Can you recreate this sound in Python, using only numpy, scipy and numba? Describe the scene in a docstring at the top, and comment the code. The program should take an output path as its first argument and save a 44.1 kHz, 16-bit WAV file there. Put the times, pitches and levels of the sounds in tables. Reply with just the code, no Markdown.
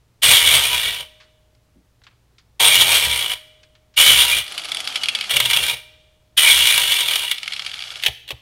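"""In a small workshop with mains hum, an angle grinder, pulled on briefly, meets a steel pin in a vice.
Grit strikes are filtered by wandering pin resonances, swell with each turn and fade through a push.
Lifted off, the slowing tool whirrs, hums and whines, and backlash in its gears excites the case.
Bites, bumps, ticks and thuds are shaped impulses; vice modes and a diffuse room tail ring on."""
import sys
import numpy as np
from scipy import signal
from scipy.fft import rfft, irfft
from scipy.io import wavfile
from scipy.ndimage import uniform_filter1d
from numba import njit

SR = 44100
rng = np.random.default_rng(int(sys.argv[2]) if len(sys.argv) > 2 else 0)


def dump(signal):
    """Clip the signal to [-1, 1] and save it as 16-bit WAV at the path in sys.argv[1]."""
    limited = np.clip(np.atleast_2d(signal).T, -1, 1)
    pcm = np.round(limited * 32767).astype(np.int16)
    wavfile.write(sys.argv[1], SR, pcm)


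N = 370881

# wheel on steel: (touch [s], lift [s], level [dB], fade [dB/s], attack [ms],
#                  bench shake against the level [dB], low end [dB], release [dB/s])
PUSHES = [(0.216, 1.005, -7, 24.5, 17.3, -25.5, 1, 390), (2.594, 3.331, -8, 23, 6.5, -26, 1, 402),
          (3.96, 4.39, -7, 27.5, 18.6, -29.5, -1, 316), (5.298, 5.726, -20.5, -1.5, 8.7, -20.5, -1, 302),
          (6.365, 7.323, -8.5, 16.5, 12.6, -32, -2.5, 295)]
# free-running tool: (start [s], end [s], whirr level [dB], knock treble at the start [dB], low drone [dB])
COAST = [(4.425, 5.324, -36, -0.5, 2.5), (7.347, 8.037, -40.5, -7.5, -1)]
# smooth spectrum of the cut: (frequency [Hz], relative density [dB per Hz])
CUT_SPECTRUM = [(200, -38), (350, -27), (900, -21), (1700, -18.5), (3200, -7), (5000, -19), (7600, -22),
                (8700, -21), (15500, -26)]
# resonances of wheel, guard and gear case: (frequency [Hz], nominal width [Hz], level [dB])
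TOOL_MODES = [(780, 170, -6), (1300, 90, -15), (2280, 260, -5), (2900, 200, -4), (3350, 220, -2),
              (4210, 40, -6), (4650, 220, -6), (5320, 200, -9), (8690, 250, -12), (10000, 350, -10)]
# resonances of the bench: (frequency [Hz], nominal width [Hz], level [dB])
BENCH_MODES = [(68.6, 21, 1), (122.5, 30, 2), (545, 250, -5.5)]


def grinding(t, turn, bite):
    """Amplitude modulation by rotation: the wheel's high spot varies the cut and shakes the bench."""
    uneven_db = 2
    push, shaking, low_db = pressure(t)
    high_spot = np.cos(turn) + 0.82 * np.cos(2 * turn + 1.) + 0.53 * walk(150)
    strength = undb(uneven_db * high_spot + 1.5 * walk(30)) * push
    force = grit(2.38) * strength + undb(-3.5) * bite
    sound = steel(t, force)
    shake = (np.cos(turn) + 10.0 * rng.standard_normal(N)) * undb(4.0 * walk(21)) * shaking
    # the low end comes in lumps
    growl = band(sound, 360, 1100) * undb(2.4 * walk(14) + low_db)
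    # lighter contact is duller
    push_db = np.maximum(20 * np.log10(push), -30)
    treble = band(sound, 5500, 15040) * undb(0.18 * push_db + 5.0)
    bench = resonate(shake + undb(-27.0) * bite, BENCH_MODES)
    return growl + band(sound, 1100, 6360) + treble + bench


def pressure(t):
    """Contact-force envelopes of cut, shake and low end: quick touch, hold, steady decay, quick lift."""
    # the hand eases off: (time [s], depth [dB], half length to 1/e [ms])
    eases = [(0.428, 3.5, 30), (0.97, 4.5, 73), (4.163, 4.5, 30), (4.268, 5.5, 8.6), (7.28, 4, 21)]
    hold_s = 0.12
    eased_db = sum(depth_db * np.exp(-(1000 * (t - s) / half_ms) ** 2) for s, depth_db, half_ms in eases)
    push, shake, low_db = np.full(N, 1e-6), 0, 0
    for touch, lift, db, fade, ms, shake_db, growl_db, release in PUSHES:
        fading_db = fade * np.maximum(t - touch - hold_s, 0)
        released_db = release * np.maximum(t - lift, 0)
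        attack = np.clip(1000 * (t - touch) / ms, 0, 1) ** 2
        one = attack * undb(db - fading_db - released_db - eased_db)
        push = push + one
        shake = shake + undb(shake_db) * one
        low_db = np.where(t >= touch, growl_db, low_db)
    return push, shake, low_db


def wheel(t):
    """Rotational drag: each pull sets a speed, which decays exponentially, faster on the steel."""
    # trigger pulls: (time [s], starting wheel speed [turns/s])
    pulls = [(0.224, 103), (2.599, 109), (3.97, 84), (6.373, 80)]
    free_drag, contact_drag = 0.727, 0.277  # rate of relative speed loss [1/s]
    drag = free_drag + contact_drag * sum(within(t, a, b) for a, b, *_ in PUSHES)
    lost, hz = np.cumsum(drag) / SR, np.zeros(N)
    for s, start_hz in pulls:
        hz = np.where(t >= s, start_hz * np.exp(lost[int(s * SR)] - lost), hz)
    return 2 * np.pi * np.cumsum(hz) / SR


def grit(spread_db):
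    """Impulsive noise: grains strike every sample, and a few are much larger."""
    return unit(rng.standard_normal(N) * undb(spread_db * rng.exponential(size=N)))


def bites():
    """Contact force of short scrapes: noise that builds up over a few grains, then decays."""
    # wheel bites the steel: (time [s], level [dB], rise [ms])
    scrapes = [(5.295, -11, 0.46), (5.305, -3.5, 7.4), (5.342, -11.5, 5), (5.358, -5.5, 4.7),
               (5.366, 5, 0.45), (5.4004, 5, 1.9), (5.44, -16.5, .3), (5.454, -4, 5.9), (5.499, -3.5, 1.6),
               (5.508, 1, 2.6), (5.53, 0, 3.8), (5.563, -2.5, 1), (5.5704, 0, 0.56), (5.636, -8.5, 2),
               (5.6651, -7, 0.43), (5.697, -5, 0.35), (5.711, -14, .3), (7.006, -4.5, 0.28),
               (7.1562, -1, 1.2), (7.3118, -2.5, 2.1)]
    s, level_db, rise_ms = np.transpose(scrapes)
    return bursts(s, level_db, np.full(len(s), 3.94), rise_ms)


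def steel(t, force):
    """Modal resonance under moving contact: each mode swells, fades and bends alone."""
    # pin, bracket and wheel in contact: (frequency [Hz], nominal width [Hz], level [dB])
    pin_modes = [(960, 31, -9.5), (1240, 9.9, -20), (1587, 32, -12), (1955, 39, -7), (2362, 180, -2),
                 (2760, 48, -6.5), (2960, 130, 2), (3255, 33, -2.5), (3302, 350, -3.5), (3820, 48, -8),
                 (5460, 110, -17), (8600, 700, -12), (9500, 700, -17)]
    # one resonance sings out: (time [s], frequency [Hz], half length to 1/e [ms], level [dB])
    squeals = [(0.37, 2253, 60, 8), (0.86, 1950, 81, 9), (2.77, 3230, 65, 11.5), (2.839, 980, 58, -0.5),
               (4.08, 2275, 50, 9), (6.395, 2020, 51, 5.5), (7.0, 3490, 78, 13.5)]
    drift, drift_per_s = 0.014, 9  # relative bend of each resonance, its rate of change [1/s]
    squeal_width_hz = 45.
    out = undb(-3.5) * through(force, response(CUT_SPECTRUM))
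    for hz, width, db in pin_modes:
        bent = hz * (1 + drift * uniform_filter1d(walk(drift_per_s), size=2000))
        driven = force * undb(7.5 + db + 3.2 * walk(20))
        once = sweep(driven, bent, 1.77 * width)
        out = out + sweep(once, bent, 1.77 * width)
    for s, hz, half_ms, db in squeals:
        swell = undb(db) * np.exp(-(1000 * (t - s) / half_ms) ** 2) + 1e-9
        out = out + sweep(force * swell, np.full(N, 1. * hz), squeal_width_hz)
    return out


@njit
def sweep(x, hz, width):
    """State-variable band-pass: its centre moves every sample, with gain 1 at the centre."""
    y, band_state, low_state = np.empty(len(x)), 0., 0.
    for i in range(len(x)):
        g, damping = np.tan(np.pi * hz[i] / SR), width / hz[i]
        v = (band_state + g * (x[i] - low_state)) / (1 + g * (g + damping))
        band_state = 2 * v - band_state
        low_state = low_state + 2 * g * v
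        y[i] = damping * v
    return y


def coasting(t, turn):
    """Rotating-machine noise: broadband whirr, singing bearings, armature harmonics, backlash impacts."""
    # smooth spectrum of the whirr: (frequency [Hz], relative density [dB per Hz])
    whirr_spectrum = [(35, -55.5), (60, -34.5), (738, -1.5), (1050, -6), (1260, 5.5), (1960, -3.5),
                      (3190, 5), (15500, -20)]
    # bands that sing in the whirr: (frequency [Hz], nominal width [Hz], level [dB])
    bearing_modes = [(4210, 16, -8), (4650, 45, -19)]
    # singing in each free run: (level [dB], one per run)
    bearing_db = (-1, -9)
    # clear knocks of gear backlash: (time [s], level [dB])
    clear_knocks = [(4.521, -17), (4.5778, -9.5), (4.595, -18.5), (4.645, -19.5), (4.692, -33),
                    (4.7179, -8), (4.7465, -8), (4.7696, -8.5), (4.803, -8), (4.874, -5), (4.9567, -5),
                    (5.034, -5.5), (5.0572, -8.5), (5.085, -2.5), (5.149, -5), (5.187, -12.5), (5.2096, -6),
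                    (5.241, -13.5), (7.3814, -14), (7.431, -9.5), (7.4774, -7), (7.5222, -10.5),
                    (7.534, -10), (7.563, -14), (7.594, -11), (7.621, -18), (7.6945, -20), (7.7698, -23),
                    (7.8038, -17), (8.003, -31), (7.648, -17), (7.663, -10), (7.715, -17), (7.7403, -11.5),
                    (7.791, -15.5), (7.8224, -14), (7.8382, -16), (7.871, -24), (7.904, -18.5),
                    (7.9484, -27)]
    gearing, bars = 3.5, 24  # armature turns per wheel turn, bars on the armature
    rise_s, dulling_db_per_s = 0.11, 8

    running = sum(within(t, a, b) * np.clip((t - a) / rise_s, .3, 1) * undb(db) for a, b, db, *_ in COAST)
    drone = sum(within(t, a, b) * undb(db) for a, b, *_, db in COAST)
    sing = sum(within(t, a, b) * undb(db) for (a, b, *_), db in zip(COAST, bearing_db))
    treble = sum(within(t, a, b) * undb(db - dulling_db_per_s * (t - a)) for a, b, _, db, *_ in COAST)

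    air = grit(1.2) * undb(2.2 * walk(90))
    whirr = through(air, response(whirr_spectrum, TOOL_MODES, between_db=-2.5))
    whirr = drone * band(whirr, 40, 1350) + band(whirr, 1150, 12700)
    singing = sing * undb(20) * resonate(rng.standard_normal(N), bearing_modes, wander_db=3.0, rate=6)
    armature = undb(-24) * (np.cos(gearing * turn) + 1.4 * np.cos(2 * gearing * turn))
    # the case passes the whine only while it sweeps through its loud range
    bar_whine = undb(1 + 5.0 * walk(150)) * np.cos(bars * gearing * turn)
    whine = band(bar_whine, 2600, 3400)

    # 45 faint knocks at random in each run
    chance = rng.random((len(COAST), 45, 2))
    faint_knocks = [(a + (b - a) * when, -23 + 9.0 * (size - .5))
                    for (a, b, *_), rows in zip(COAST, chance) for when, size in rows]
    s, level_db = np.transpose(clear_knocks + faint_knocks)
    lengths_ms = 3.8 * undb(2.4 * rng.standard_normal(len(s)))
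    blows = bursts(s, level_db, lengths_ms)
    knocks = through(blows, response(CUT_SPECTRUM, TOOL_MODES, between_db=1))
    knocks = band(knocks, 1260, 5300) + treble * band(knocks, 7000, 11900)
    return (whirr + singing + armature + whine) * running + undb(-5.5) * knocks


def bumps():
    """Impact excitation: dull blows ring the gear case and, lower, the bracket."""
    # the slowing tool bumps the part as it is set down:
    # (time [s], level [dB], body against that level [dB])
    blows = [(8.024, -19.5, -24), (8.035, -9.5, -17), (8.0493, -14, -9), (8.0614, -1.5, -15),
             (8.0793, -13, -3), (8.2774, -28, -11), (8.288, -23.5, -12), (8.305, -17, 3.5),
             (8.315, -25, -14)]
    s, level_db, body_db = np.transpose(blows)
    ms = np.full(len(s), 6.3)
    force = bursts(s, level_db, ms, rise_ms=0.57)
    case = through(force, response(CUT_SPECTRUM, TOOL_MODES, between_db=13.0))
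    body = bursts(s, level_db + body_db, 2 * ms, rise_ms=0.61)
    return band(case, 1570, 3800) + undb(-8) * band(case, 3700, 16500) + band(body, 336, 970)


def thuds():
    """Impulse response to soft blows: a smooth push of 7.6 ms sets the bench booming."""
    # the tool settles on the bench: (time [s], peak force [dB])
    blows = [(8.081, -41), (8.325, -43.5)]
    force, push = np.zeros(N), np.hanning(int(0.0076 * SR))
    for s, db in blows:
        force[int(s * SR):int(s * SR) + len(push)] = undb(db) * push
    return force / 2 + 8.9 * resonate(force, BENCH_MODES)


def ticks():
    """Band-limited transients: each tick is a decaying noise puff around its own centre."""
    # small ticks of hands and tool: (time [s], peak [dB], centre [Hz], decay time [ms])
    tick_list = [(1.202, -38, 2400, 32), (1.550, -51, 3175, 5.7), (1.757, -45.5, 165, 29),
                 (2.0167, -47, 1930, 5.2), (2.037, -41.5, 2870, 13), (2.11, -51.5, 2000, 30),
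                 (2.067, -35.5, 1980, 11.5), (2.383, -38, 2810, 14), (3.632, -39, 2820, 9.5),
                 (3.752, -44, 2340, 14), (3.94, -44, 2710, 19)]
    out, t = np.zeros(N), np.arange(SR // 5) / SR
    for (s, db, hz, ms), noise in zip(tick_list, rng.standard_normal((len(tick_list), len(t)))):
        puff = band(noise * np.exp(-1000 * t / ms), .45 * hz, 1.9 * hz)
        out[int(s * SR):int(s * SR) + len(t)] += undb(db) * puff / np.abs(puff).max()
    return out


def ringing(x):
    """Free decay of long vice modes, driven by the cut and kicked as the vice springs back."""
    # modes of the vice: (frequency [Hz], level [dB], 60 dB decay time [s])
    vice_modes = [(619, -65.5, 2.3), (470, -80, 1.8), (1950, -70, .9), (2929, -76, 1.1)]
    t, kicks = np.arange(3 * SR // 2) / SR, np.zeros(N)
    # a kick at each lift that no free run follows
    lifts = [lift for _, lift, *_ in PUSHES if all(abs(a - lift) > .1 for a, *_ in COAST)]
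    kicks[[int(lift * SR) for lift in lifts]] = undb(12.5)
    modes = sum(undb(db) * np.sin(2 * np.pi * hz * t) * 1000 ** (-t / t60) for hz, db, t60 in vice_modes)
    return through(0.3 * x + kicks, modes)


def room(x):
    """Reverberation: quick early decay, then a diffuse tail whose spectral extremes die sooner."""
    t60_s, early_t60_s = 0.92, 0.25
    t = np.arange(SR) / SR
    noise = rng.standard_normal(SR)
    dull = band(noise, 150, 8900)
    late = dull * 1000 ** (-t / t60_s) + 2.1 * (noise - dull) * 1000 ** (-t / (0.55 * t60_s))
    tail = undb(-6) * late + dull * 1000 ** (-t / early_t60_s)
    tail *= np.clip(t / 0.0075, 0, 1)  # reflections build up over 7.5 ms
    return undb(-17) * through(x, tail / np.sqrt(np.sum(tail ** 2)))


def workshop():
    """Stationary background: wavering mains harmonics over filtered room noise."""
    # mains hum: (frequency [Hz], level [dB rms])
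    hum_tones = [(59.2, -68), (118.4, -68.5)]
    # spectrum of the room noise: (frequency [Hz], relative density [dB per Hz])
    noise_spectrum = [(25, -17.5), (60, -10), (122, -13.5), (200, -23.5), (457, -26.5), (1500, -35),
                      (4260, -38), (15500, -47.5)]
    t = np.arange(N) / SR
    hum = sum(np.sqrt(2) * undb(db + 1.4 * walk(3.2)) * np.sin(2 * np.pi * hz * t) for hz, db in hum_tones)
    return hum + undb(-61) * through(rng.standard_normal(N), response(noise_spectrum))


def undb(db):
    """Logarithmic level: decibels to an amplitude ratio."""
    return 10 ** (np.asarray(db) / 20)


def unit(x):
    """Normalisation to a root-mean-square of 1."""
    return x / np.sqrt(np.mean(x ** 2))


def response(points, modes=(), between_db=0, size=8192):
    """Minimum phase: a causal response of unit energy from a smooth spectrum plus resonances."""
    hz = np.maximum(np.fft.rfftfreq(size, 1 / SR), 1)
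    p = np.array(points, float)
    power = undb(2 * (np.interp(np.log(hz), np.log(p[:, 0]), p[:, 1]) + between_db))
    for f, width, db in modes:
        power = power + undb(2 * db) / (1 + (2 * (hz - f) / width) ** 2) ** 2
    # folding the cepstrum makes the response causal
    cepstrum = irfft(np.log(power) / 2)
    cepstrum[1:size // 2] *= 2
    cepstrum[size // 2 + 1:] = 0
    h = irfft(np.exp(rfft(cepstrum)))[:size // 2]
    return h / np.sqrt(np.sum(h ** 2))


def through(x, h):
    """Linear filtering: convolution with an impulse response."""
    return signal.oaconvolve(x, h)[:N]


def band(x, lo_hz, hi_hz):
    """Band-pass filtering of Butterworth type."""
    edges = [lo_hz, min(hi_hz, .45 * SR)]
    return signal.sosfilt(signal.butter(3, edges, "bandpass", fs=SR, output="sos"), x)


def resonate(x, modes, wander_db=0., rate=12):
    """Modal superposition: steep resonances (two poles, twice), each with its own wandering drive."""
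    out = 0
    for hz, width, db in modes:
        section = np.concatenate(signal.iirpeak(hz, hz / (1.6 * width), fs=SR))
        driven = x * undb(db + wander_db * walk(rate))
        out = out + signal.sosfilt([section, section], driven)
    return out


def walk(rate):
    """Slow random modulation: levels drawn every 1 / rate s and slewed, with a spread near 1."""
    k = int(SR / rate)
    return 1.2 * uniform_filter1d(np.repeat(rng.standard_normal(N // k + 1), k), k)[:N]


def bursts(times, levels_db, lengths_ms, rise_ms=0.15):
    """Transient envelopes: noise puffs with a quick start and an exponential decay."""
    out, ms_in = np.zeros(N + SR), 1000 * np.arange(SR // 8) / SR
    noise = rng.standard_normal((len(times), len(ms_in)))
    rises = np.broadcast_to(rise_ms, len(times))
    for s, db, ms, rise, puff in zip(times, levels_db, lengths_ms, rises, noise):
        start = 1 - np.exp(-ms_in / max(rise, .1))
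        decay = np.exp(-np.maximum(ms_in - rise, 0) / max(ms, .2))
        out[int(s * SR):int(s * SR) + len(puff)] += undb(db) * puff * start * decay
    return out[:N]


def within(t, start, end):
    """Time window: a gate with soft edges."""
    return uniform_filter1d(((t >= start) & (t < end)) * 1., size=256)


def scene():
    """Superposition of the direct sources, the vice, the room's reflections and the background."""
    t = np.arange(N) / SR
    turn = wheel(t)  # wheel angle [rad]
    contact = grinding(t, turn, bites())
    near = contact + bumps() + thuds() + coasting(t, turn) + ticks()
    return (near + ringing(contact) + room(near) + workshop())[None]


def record(dry):
    """Soft saturation and low-pass filtering: a phone rounds the loudest peaks and cuts the top."""
    rounded = 0.87 * np.tanh(dry / 0.87)
    return signal.sosfilt(signal.ellip(16, .2, 110, 15800, fs=SR, output="sos"), rounded)


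dry = scene()
out = record(dry)
dump(out)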